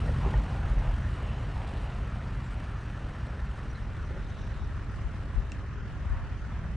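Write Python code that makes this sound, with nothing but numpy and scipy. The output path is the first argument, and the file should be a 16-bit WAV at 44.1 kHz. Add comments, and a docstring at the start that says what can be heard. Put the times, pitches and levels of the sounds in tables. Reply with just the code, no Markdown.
"""An exhaust burbles and sags in speed as a V8 pickup with a raised plow backs away up a snowy drive.
Engine orders and pulsed noise make the exhaust; grains and noise make the tyres' churn, fizz and crunch.
Throbbing noise is the engine bay, narrow noise the hums, creaks and squeaks, ringing modes the plow knocks.
A breeze of low noise and bumps lies behind; one sharp ringing tick sounds close by.
The sound is mono at first and opens into stereo about halfway."""
import sys
import numpy as np
from scipy import signal
from scipy.fft import rfft, irfft, next_fast_len
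from scipy.io import wavfile
from scipy.ndimage import uniform_filter1d

SR = 44100
rng = np.random.default_rng(int(sys.argv[2]) if len(sys.argv) > 2 else 0)


def waveform_to_disk(signal):
    """Save audio, clipped to [-1, 1], as 16-bit WAV at the path in sys.argv[1]."""
    frames = np.transpose(np.atleast_2d(signal))
    scaled = np.clip(frames, -1, 1) * 32767
    samples = np.round(scaled).astype(np.int16)
    wavfile.write(sys.argv[1], SR, samples)


N = 298116
T = np.arange(N) / SR
HOP = 128  # samples
FRAME_T = np.arange(N // HOP + 3) * HOP / SR

# Engine speed: t/s, four-stroke cycle rate f/Hz
ENGINE_SPEED = [(0, 5.964), (0.25, 5.957), (0.5, 5.794), (0.75, 5.825), (1, 5.612), (1.5, 5.629),
                (1.9, 5.541), (2.3, 5.492), (3, 5.33), (3.6, 5.285), (4, 5.049), (4.35, 4.981),
                (4.7, 5.016), (5.1, 5.166), (5.55, 5.286), (5.85, 5.176), (6.2, 5.033), (6.76, 5.17)]


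def engine_turns():
    """Integrates the cycle rate into four-stroke cycles completed."""
    t, cycle_hz = np.transpose(ENGINE_SPEED)
    return np.cumsum(np.interp(T, t, cycle_hz)) / SR


# Exhaust orders: multiple of cycle rate (rounded for pitch; 8 = firing), near level/dB, far level/dB
EXHAUST_ORDERS = [(7.04, -14, -3.5), (8.05, 3.5, -7.5), (9, -4, -9), (11, -2.5, 1.5), (13, -1.5, -7),
                  (15.1, -18.5, -3), (16, -6.5, -18), (19, -4.5, -5.5), (20, -10, -19.5), (21.4, -6, -6.5),
                  (22, -6, -14), (23, -9.5, -12.5), (25, -10, -24.5), (25.9, -15.5, -32.5),
                  (27.2, -10, -10.5), (29.4, -24, -15), (30, -30.5, -31.5), (32, -31.5, -23),
                  (33, -20, -17), (34, -21.5, -25), (34.5, -18.5, -30), (37.6, -21.5, -32),
                  (37.8, -32.5, -20), (39, -22.5, -29), (43, -41, -21.5), (48, -20.5, -27)]
# Exhaust turbulence: f/Hz, relative level/dB per Hz
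RUMBLE_SPECTRUM = [(8, -34), (20, -3.5), (35, -8.5), (55, 2), (80, 0), (120, -3), (165, -7.5), (230, -12.5),
                   (300, -16), (400, -25), (600, -28.5), (1500, -85)]
# Throttle pushes getting under way: t/s, half length/s, exhaust gain/dB
THROTTLE_PUSHES = [(.18, 0.25, 5), (.82, 0.31, 1.5)]
EXHAUST_BASE_DB, EXHAUST_LOSS_DB_PER_DOUBLING = -32, 1.68
WANDER_RAD_PER_ORDER = .022  # rms


def exhaust(turns, lines_db=-1.93, rumble_db=-6.5, uneven=0.14):
    """Uneven banks give orders that waver more the higher they lie; turbulent puffs add rumble."""
    swell = drift(4, count=len(EXHAUST_ORDERS))
    slip = drift(2.5, count=len(EXHAUST_ORDERS))
    far = np.clip((T - 1.5) / 3, 0, 1)  # 0 near, 1 far
    lines = np.zeros(N)
    for (order, near_db, far_db), a, b in zip(EXHAUST_ORDERS, swell, slip):
        size = gain_of(near_db + far * (far_db - near_db)) * (1 + uneven * a)
        phase = 2 * np.pi * (round(order) * turns + rng.random())
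        lines += size * np.cos(phase + WANDER_RAD_PER_ORDER * order * b)
    firing = np.cos(2 * np.pi * 8 * turns)
    puffs = rng.standard_normal((2, N)) * (1 + 0.32 * firing)
    rumble = colour(puffs, RUMBLE_SPECTRUM)
    level_db = EXHAUST_BASE_DB - EXHAUST_LOSS_DB_PER_DOUBLING * doublings(T) + swells(THROTTLE_PUSHES)
    return gain_of(level_db) * (gain_of(lines_db) * evened(lines) + gain_of(rumble_db) * rumble)


# Shaken resonances: f/Hz, width/Hz, rms level at start/dB, loss per doubling of distance/dB
HUM_RESONANCES = [(208, 5, -50, 12), (396, 32, -62, 0.3)]


def drone():
    """Engine shake keeps resonances of the exhaust pipe and body humming, as narrow noise."""
    out = np.zeros(N)
    for hz, width_hz, db, loss_db in HUM_RESONANCES:
        out += gain_of(db - loss_db * doublings(T)) * evened(resonant_noise(N, hz, width_hz))
    return out


# Churn: f/Hz, relative level/dB per Hz
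CHURN_SPECTRUM = [(150, -10), (300, -1), (400, -1.5), (500, 1.5), (620, 2), (850, 1), (1100, -5),
                  (1600, -10.5), (3000, -11.5), (8000, -58.5)]
# Fizz: f/Hz, relative level/dB per Hz
FIZZ_SPECTRUM = [(2000, 3), (4000, 8), (6000, -7.5), (8500, -1.5), (10200, -9.5), (11200, -22),
                 (12500, -24.5)]
# Crusty (+) or soft (-) snow: t/s, half length/s, churn gain/dB, fizz gain/dB
SNOW_STRETCHES = [(.1, 0.15, -5, 3), (1.7, 0.19, 2.5, 3.5), (2.6, 0.077, 2.5, 0.5),
                  (5.75, 0.088, -8.5, -20), (6.12, 0.57, 2.5, -1.5)]
CHURN_BASE_DB, CHURN_LOSS_DB_PER_DOUBLING = -48.5, 5.5
FIZZ_BASE_DB, FIZZ_LOSS_DB_PER_DOUBLING = -63, 5.5
TYRE_BITE = 1  # dB of churn per dB of throttle push
LUMPS_DB, LUMPS_HZ = 1.1, 2.5  # rms, wander rate


def tyres(turns, tilt_db):
    """Snow packing under the treads: dull churn and fine fizz, following snow and distance."""
    churn_grains = grains(per_s=500, spread_db=1.0, share=0.25)
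    churn = through_air(colour(churn_grains, CHURN_SPECTRUM), patchy_db=1.16, tilt_db=tilt_db)
    fizz_grains = grains(per_s=2500, spread_db=4, share=.3)
    fizz = through_air(colour(fizz_grains, FIZZ_SPECTRUM), patchy_db=1.5, tilt_db=tilt_db)

    churn_db = CHURN_BASE_DB - CHURN_LOSS_DB_PER_DOUBLING * doublings(T)
    churn_db += TYRE_BITE * swells(THROTTLE_PUSHES) + swells(SNOW_STRETCHES, order=2)
    churn_db += tread_bites(turns) + LUMPS_DB * drift(LUMPS_HZ)[0]
    fizz_db = FIZZ_BASE_DB - FIZZ_LOSS_DB_PER_DOUBLING * doublings(T)
    fizz_db += swells(SNOW_STRETCHES, order=3) + 2.13 * drift(89)[0]
    return churn * gain_of(churn_db) + fizz * gain_of(fizz_db)


TREAD_START_DB, TREAD_FADE_S = 1, 2.3


def tread_bites(turns, per_cycle=5.6, jitter_cycles=0.22):
    """Tread blocks bite the snow in an uneven flutter, in dB, that fades as the truck recedes."""
    depth_db = TREAD_START_DB * np.exp(-T / TREAD_FADE_S)
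    return depth_db * np.cos(2 * np.pi * (per_cycle * turns + jitter_cycles * drift(9.8)[0]))


# Engine bay: f/Hz, relative level/dB per Hz
BAY_SPECTRUM = [(300, -7), (700, -10), (1050, 0), (1400, 0.5), (1620, -1), (1880, -2.5), (2250, -9),
                (2800, -11.5), (3300, -17), (3800, -19.5), (4900, -21.5), (5750, -22), (7000, -27.5),
                (10300, -41.5), (11300, -73)]
BAY_BASE_DB, BAY_LOSS_DB_PER_DOUBLING = -49.5, 2.5


def engine_bay(turns, tilt_db, push_share=0.36):
    """Fan rush and valve clatter through the grille: noise throbbing with the engine."""
    throb = np.cos(2 * np.pi * np.outer([1, 3, 8], turns))
    rush = rng.standard_normal((2, N)) * (1 + np.array([.06, .09, .15]) @ throb)
    level_db = BAY_BASE_DB - BAY_LOSS_DB_PER_DOUBLING * doublings(T)
    level_db += push_share * swells(THROTTLE_PUSHES)
    return gain_of(level_db) * through_air(colour(rush, BAY_SPECTRUM), patchy_db=2.03, tilt_db=tilt_db)


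# Snow giving way: t/s, level/dB before slip, centre f/Hz, width/Hz, length/s
SNOW_CRUNCHES = [(.02, -45, 520, 450, 0.11), (.18, -46, 940, 450, 0.14), (.12, -51.5, 790, 450, 0.71),
                 (.77, -47.5, 840, 600, 0.18), (1.54, -50, 845, 400, 0.105), (3.23, -56, 500, 600, .12),
                 (3.62, -55.5, 330, 700, 0.12), (3.88, -55, 380, 300, .06), (4.1, -54, 530, 400, 0.12),
                 (5.93, -56, 1050, 450, 0.43), (6.36, -46.5, 166, 60, .48)]


def snow_crunches():
    """Snow gives way under the tyres in short spells of narrow noise."""
    return rubs(SNOW_CRUNCHES)


# Creak bands: f/Hz, width/Hz, rms level outside the spell/dB
CREAK_BANDS = [(1370, 290, -61), (1763, 260, -65)]
# Creakiest spell: t/s, half length/s, rise/dB
CREAKIEST = (2.4, 1.4, 2.9)


def creaking(clump_db=4, clumps_hz=26):
    """Cold snow creaks under the treads in short clumps, each band on its own."""
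    out = np.zeros(N)
    for hz, width_hz, db in CREAK_BANDS:
        clumps = gain_of(clump_db * drift(clumps_hz)[0])
        out += gain_of(db) * evened(resonant_noise(N, hz, width_hz) * clumps)
    return out * gain_of(swells([CREAKIEST]))


# Plow jolts: t/s, level/dB, favoured f/Hz
PLOW_JOLTS = [(.08, -46, 1900), (.21, -40, 900), (.261, -30, 300), (.338, -27.5, 900), (.871, -36, 780),
              (4.107, -38.5, 430), (4.163, -39, 470)]
# Plow modes: f/Hz, level/dB, t60/s
PLOW_RINGS = [(263, 0, 0.065), (377, -0.5, .13), (504, -1, .06), (685, -14, 0.036), (850, -1, 0.051),
              (950, -5.5, .035), (1250, -16, .025), (1850, 8, 0.05)]


def plow_knocks():
    """The hanging plow jolts against its frame on bumps, ringing its modes."""
    return struck(PLOW_JOLTS, PLOW_RINGS, rise_s=.002, focus_db=12)


# Frame squeaks: t/s, level/dB before slip, centre f/Hz, width/Hz, length/s
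FRAME_SQUEAKS = [(1.0, -63, 2900, 450, 0.55), (1.28, -57, 2700, 250, 0.035), (2.41, -74, 7400, 700, .11),
                 (2.5, -73, 8250, 600, .053), (3.688, -66.5, 5776, 140, .034),
                 (3.735, -64.5, 4050, 400, .055), (3.98, -73.5, 5800, 500, 0.12),
                 (4.0, -69.5, 3700, 700, 0.83), (4.275, -69, 6150, 900, 0.04),
                 (4.32, -73, 5750, 1000, 0.26)]


def plow_squeaks():
    """The plow frame rubs, catching and slipping, in short squeaks of narrow noise."""
    return rubs(FRAME_SQUEAKS)


# Tick contacts: t/s, level/dB, favoured f/Hz
TICK_CONTACTS = [(5.5183, -45, 3600), (5.5192, -40, 7100), (5.5196, -37, 2700), (5.5231, -49.5, 5000)]
# Tick modes: f/Hz, level/dB, t60/s
TICK_RINGS = [(1750, -3, .006), (2330, -4, .008), (2720, -1, .019), (3300, -7, .006), (4000, -2, .009),
              (5550, -7, .016), (5850, -10, .012), (6700, -5, .004), (7100, 0, .005), (7650, -4, .004)]


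def tick(tail_db=-35, tail_s=0.024):
    """A small hard thing snaps and rings briefly, with a little scatter at each microphone."""
    out = struck(TICK_CONTACTS, TICK_RINGS, rise_s=.0003, focus_db=14)
    t = np.arange(SR // 10) / SR
    scatter = gain_of(tail_db) * rng.standard_normal((2, len(t))) * np.exp(-t / tail_s)
    return out + signal.oaconvolve(out[None], scatter, axes=1)[:, :N]


# Breeze: f/Hz, relative level/dB per Hz
BREEZE_SPECTRUM = [(6, -18), (20, 1), (45, 3), (80, 6), (130, -8), (220, -26), (400, -33), (1200, -73)]
# Gusts: t/s, half length/s, rise/dB
BREEZE_GUSTS = [(.15, 0.071, 9), (.85, 0.3, 8.5), (4.0, 1, 4.5), (6.15, 0.22, 9)]
# Eddies: t/s, level/dB, f/Hz, half length/s, lean/dB (added left, taken from right)
EDDY_BUMPS = [(0.381, -20.5, 52, 0.023, -2), (0.652, -19, 71.4, 0.0048, 0), (0.723, -19, 50, 0.012, 0),
              (0.787, -21.5, 40, 0.028, 3), (0.893, -23, 38.8, 0.024, -2), (1.569, -22.5, 53.7, 0.0097, 0),
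              (4.636, -38, 45.6, 0.0066, 15.5), (5.063, -27, 58.4, 0.016, 8), (5.381, -25, 48, 0.022, 10),
              (6.064, -39, 69, 0.0085, 14), (6.123, -29.5, 48.3, 0.026, 11.5)]
CALM_DB = -45  # rms between gusts


def wind():
    """Each microphone has its own low flutter; single eddies bump both with short, low swings."""
    out = evened(shaped(rng.standard_normal((2, N)), BREEZE_SPECTRUM))
    out = out * gain_of(CALM_DB + swells(BREEZE_GUSTS))
    for s, db, hz, half_s, left_db in EDDY_BUMPS:
        bump = np.exp(-((T - s) / half_s) ** 2) * np.cos(2 * np.pi * hz * (T - s))
        out -= gain_of([[db + left_db], [db - left_db]]) * bump
    return out


SLIP_DB, SLIP_HZ = 2.5, 69  # rms, wander rate


def rubs(rows):
    """Short spells of catching and slipping, each exciting one resonance."""
    out = np.zeros(N)
    for s, db, centre_hz, width_hz, length_s in rows:
        ring = resonant_noise(SR, centre_hz, width_hz)[:int(length_s * SR)]
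        add(out, s, gain_of(db) * evened(ring * signal.windows.tukey(len(ring), .7)))
    return out * evened(gain_of(SLIP_DB * drift(SLIP_HZ)[0]))


def struck(rows, modes, rise_s, focus_db):
    """Each contact rings the modes of a body, favouring those near its own pitch."""
    t, out = np.arange(SR // 4) / SR, np.zeros(N)
    for s, level_db, favoured_hz in rows:
        ring = np.zeros(len(t))
        for hz, db, t60_s in modes:
            mode_db = db - focus_db * np.log2(hz / favoured_hz) ** 2 - 60 * t / t60_s
            ring += gain_of(mode_db) * np.sin(2 * np.pi * (hz * t + rng.random()))
        add(out, s, gain_of(level_db) * np.minimum(t / rise_s, 1) * ring)
    return out


def grains(per_s, spread_db, share):
    """Countless tiny snow fractures merge into noise; larger ones stand out with a share of the power."""
    sizes = gain_of(spread_db * np.minimum(rng.exponential(1, (2, N)), 4))
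    clicks = sizes * rng.standard_normal((2, N)) * (rng.random((2, N)) < per_s / SR)
    share = np.clip(share, 0, 1)
    return np.sqrt(share) * evened(clicks) + np.sqrt(1 - share) * rng.standard_normal((2, N))


def resonant_noise(size, centre_hz, width_hz):
    """Noise through one resonance."""
    hz = np.fft.rfftfreq(size, 1 / SR)
    return irfft(rfft(rng.standard_normal(size)) / (1 + (2 * (hz - centre_hz) / width_hz) ** 2), size)


START_M, REVERSE_M_PER_S = 16, 3.75


def doublings(t):
    """Doublings of the truck's distance by time t, backing away at an even pace."""
    return np.log2(1 + REVERSE_M_PER_S * t / START_M)


def through_air(pair, patchy_db, tilt_db):
    """Moving air makes spectral patches swell and fade; treble tilts by tilt_db per octave above 2 kHz."""
    hz, _, z = signal.stft(pair, SR, nperseg=4 * HOP, noverlap=3 * HOP)
    patches = rng.standard_normal(z.shape[1:])
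    patches = uniform_filter1d(patches, size=3, axis=0)  # over frequency
    patches = evened(uniform_filter1d(patches, size=20, axis=1))  # over time
    octaves = np.log2(np.maximum(hz / 2000, 1))[:, None]
    z = z * gain_of(patchy_db * patches + octaves * tilt_db[:z.shape[2]])
    return signal.istft(z, nperseg=4 * HOP, noverlap=3 * HOP)[1][:, :N]


# Side filter: f/Hz, gain/dB
SIDE_SPREAD = [(60, -37), (400, -21), (800, -14.5), (1500, -10), (3000, -7.5), (6000, -1), (10000, -0.5)]


def colour(pair, spectrum):
    """Shapes two unrelated signals and spreads them as middle and side."""
    mid, side = evened(shaped(pair, spectrum))
    side = shaped(side, SIDE_SPREAD)
    return np.array([mid + side, mid - side])


def shaped(x, spectrum):
    """Filters by a spectrum table read on a log-frequency axis."""
    size = next_fast_len(N)
    f, db = np.transpose(spectrum)
    bins_hz = np.fft.rfftfreq(size, 1 / SR)
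    gain = gain_of(np.interp(np.log(bins_hz + 1), np.log(f + 1), db))
    return irfft(rfft(x, size) * gain, size)[..., :N]


def drift(rate_hz, count=1):
    """Slow random wander of rms 1, one row for each thing that wanders."""
    frames = len(FRAME_T)
    hz = np.fft.rfftfreq(frames, HOP / SR)
    slow = irfft(rfft(rng.standard_normal((count, frames))) * np.exp(-(hz / rate_hz) ** 2), frames)
    return np.array([np.interp(T, FRAME_T, evened(row)) for row in slow])


def swells(rows, order=2):
    """Smooth rises and falls in dB: one bell per row, its height from column `order`."""
    return sum(row[order] * np.exp(-((T - row[0]) / row[1]) ** 2) for row in rows)


def gain_of(db):
    """Decibels to amplitude."""
    return 10 ** (np.asarray(db) / 20)


def evened(x):
    """Scales to rms 1."""
    return x / np.sqrt(np.mean(x ** 2) + 1e-20)


def add(mix, s, sound):
    """Mixes a sound in at time s."""
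    part = mix[max(round(s * SR), 0):][:len(sound)]
    part += sound[:len(part)]


TREBLE_START_DB_PER_OCTAVE = 0.98
AIR_LOSS_DB_PER_OCTAVE = 0.8  # for each doubling of distance


def scene():
    """The truck straight ahead, the tick close by and the breeze."""
    turns = engine_turns()
    tilt_db = TREBLE_START_DB_PER_OCTAVE - AIR_LOSS_DB_PER_OCTAVE * doublings(FRAME_T)
    engine = exhaust(turns) + drone() + engine_bay(turns, tilt_db)
    snow = tyres(turns, tilt_db) + snow_crunches() + creaking()
    plow = plow_knocks() + plow_squeaks()
    return engine + snow + plow + tick() + wind()


STEREO_FROM_S, STEREO_OPENS_S = 3.33, 1  # onset, time constant
EDGE_HZ = 13000


def record(dry):
    """Widens the image from mono to stereo, softens the ends and low-passes."""
    width = 1 - np.exp(-np.maximum(T - STEREO_FROM_S, 0) / STEREO_OPENS_S)
    mid = dry.mean(0)
    side = (dry[0] - dry[1]) / 2 * width
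    soft_ends = np.minimum(np.minimum(T, T[-1] - T) / .003, 1)
    edge = signal.firwin(101, EDGE_HZ, window=("kaiser", 7), fs=SR)
    return signal.oaconvolve(np.array([mid + side, mid - side]) * soft_ends, edge[None], "same")


dry = scene()
out = record(dry)
waveform_to_disk(out)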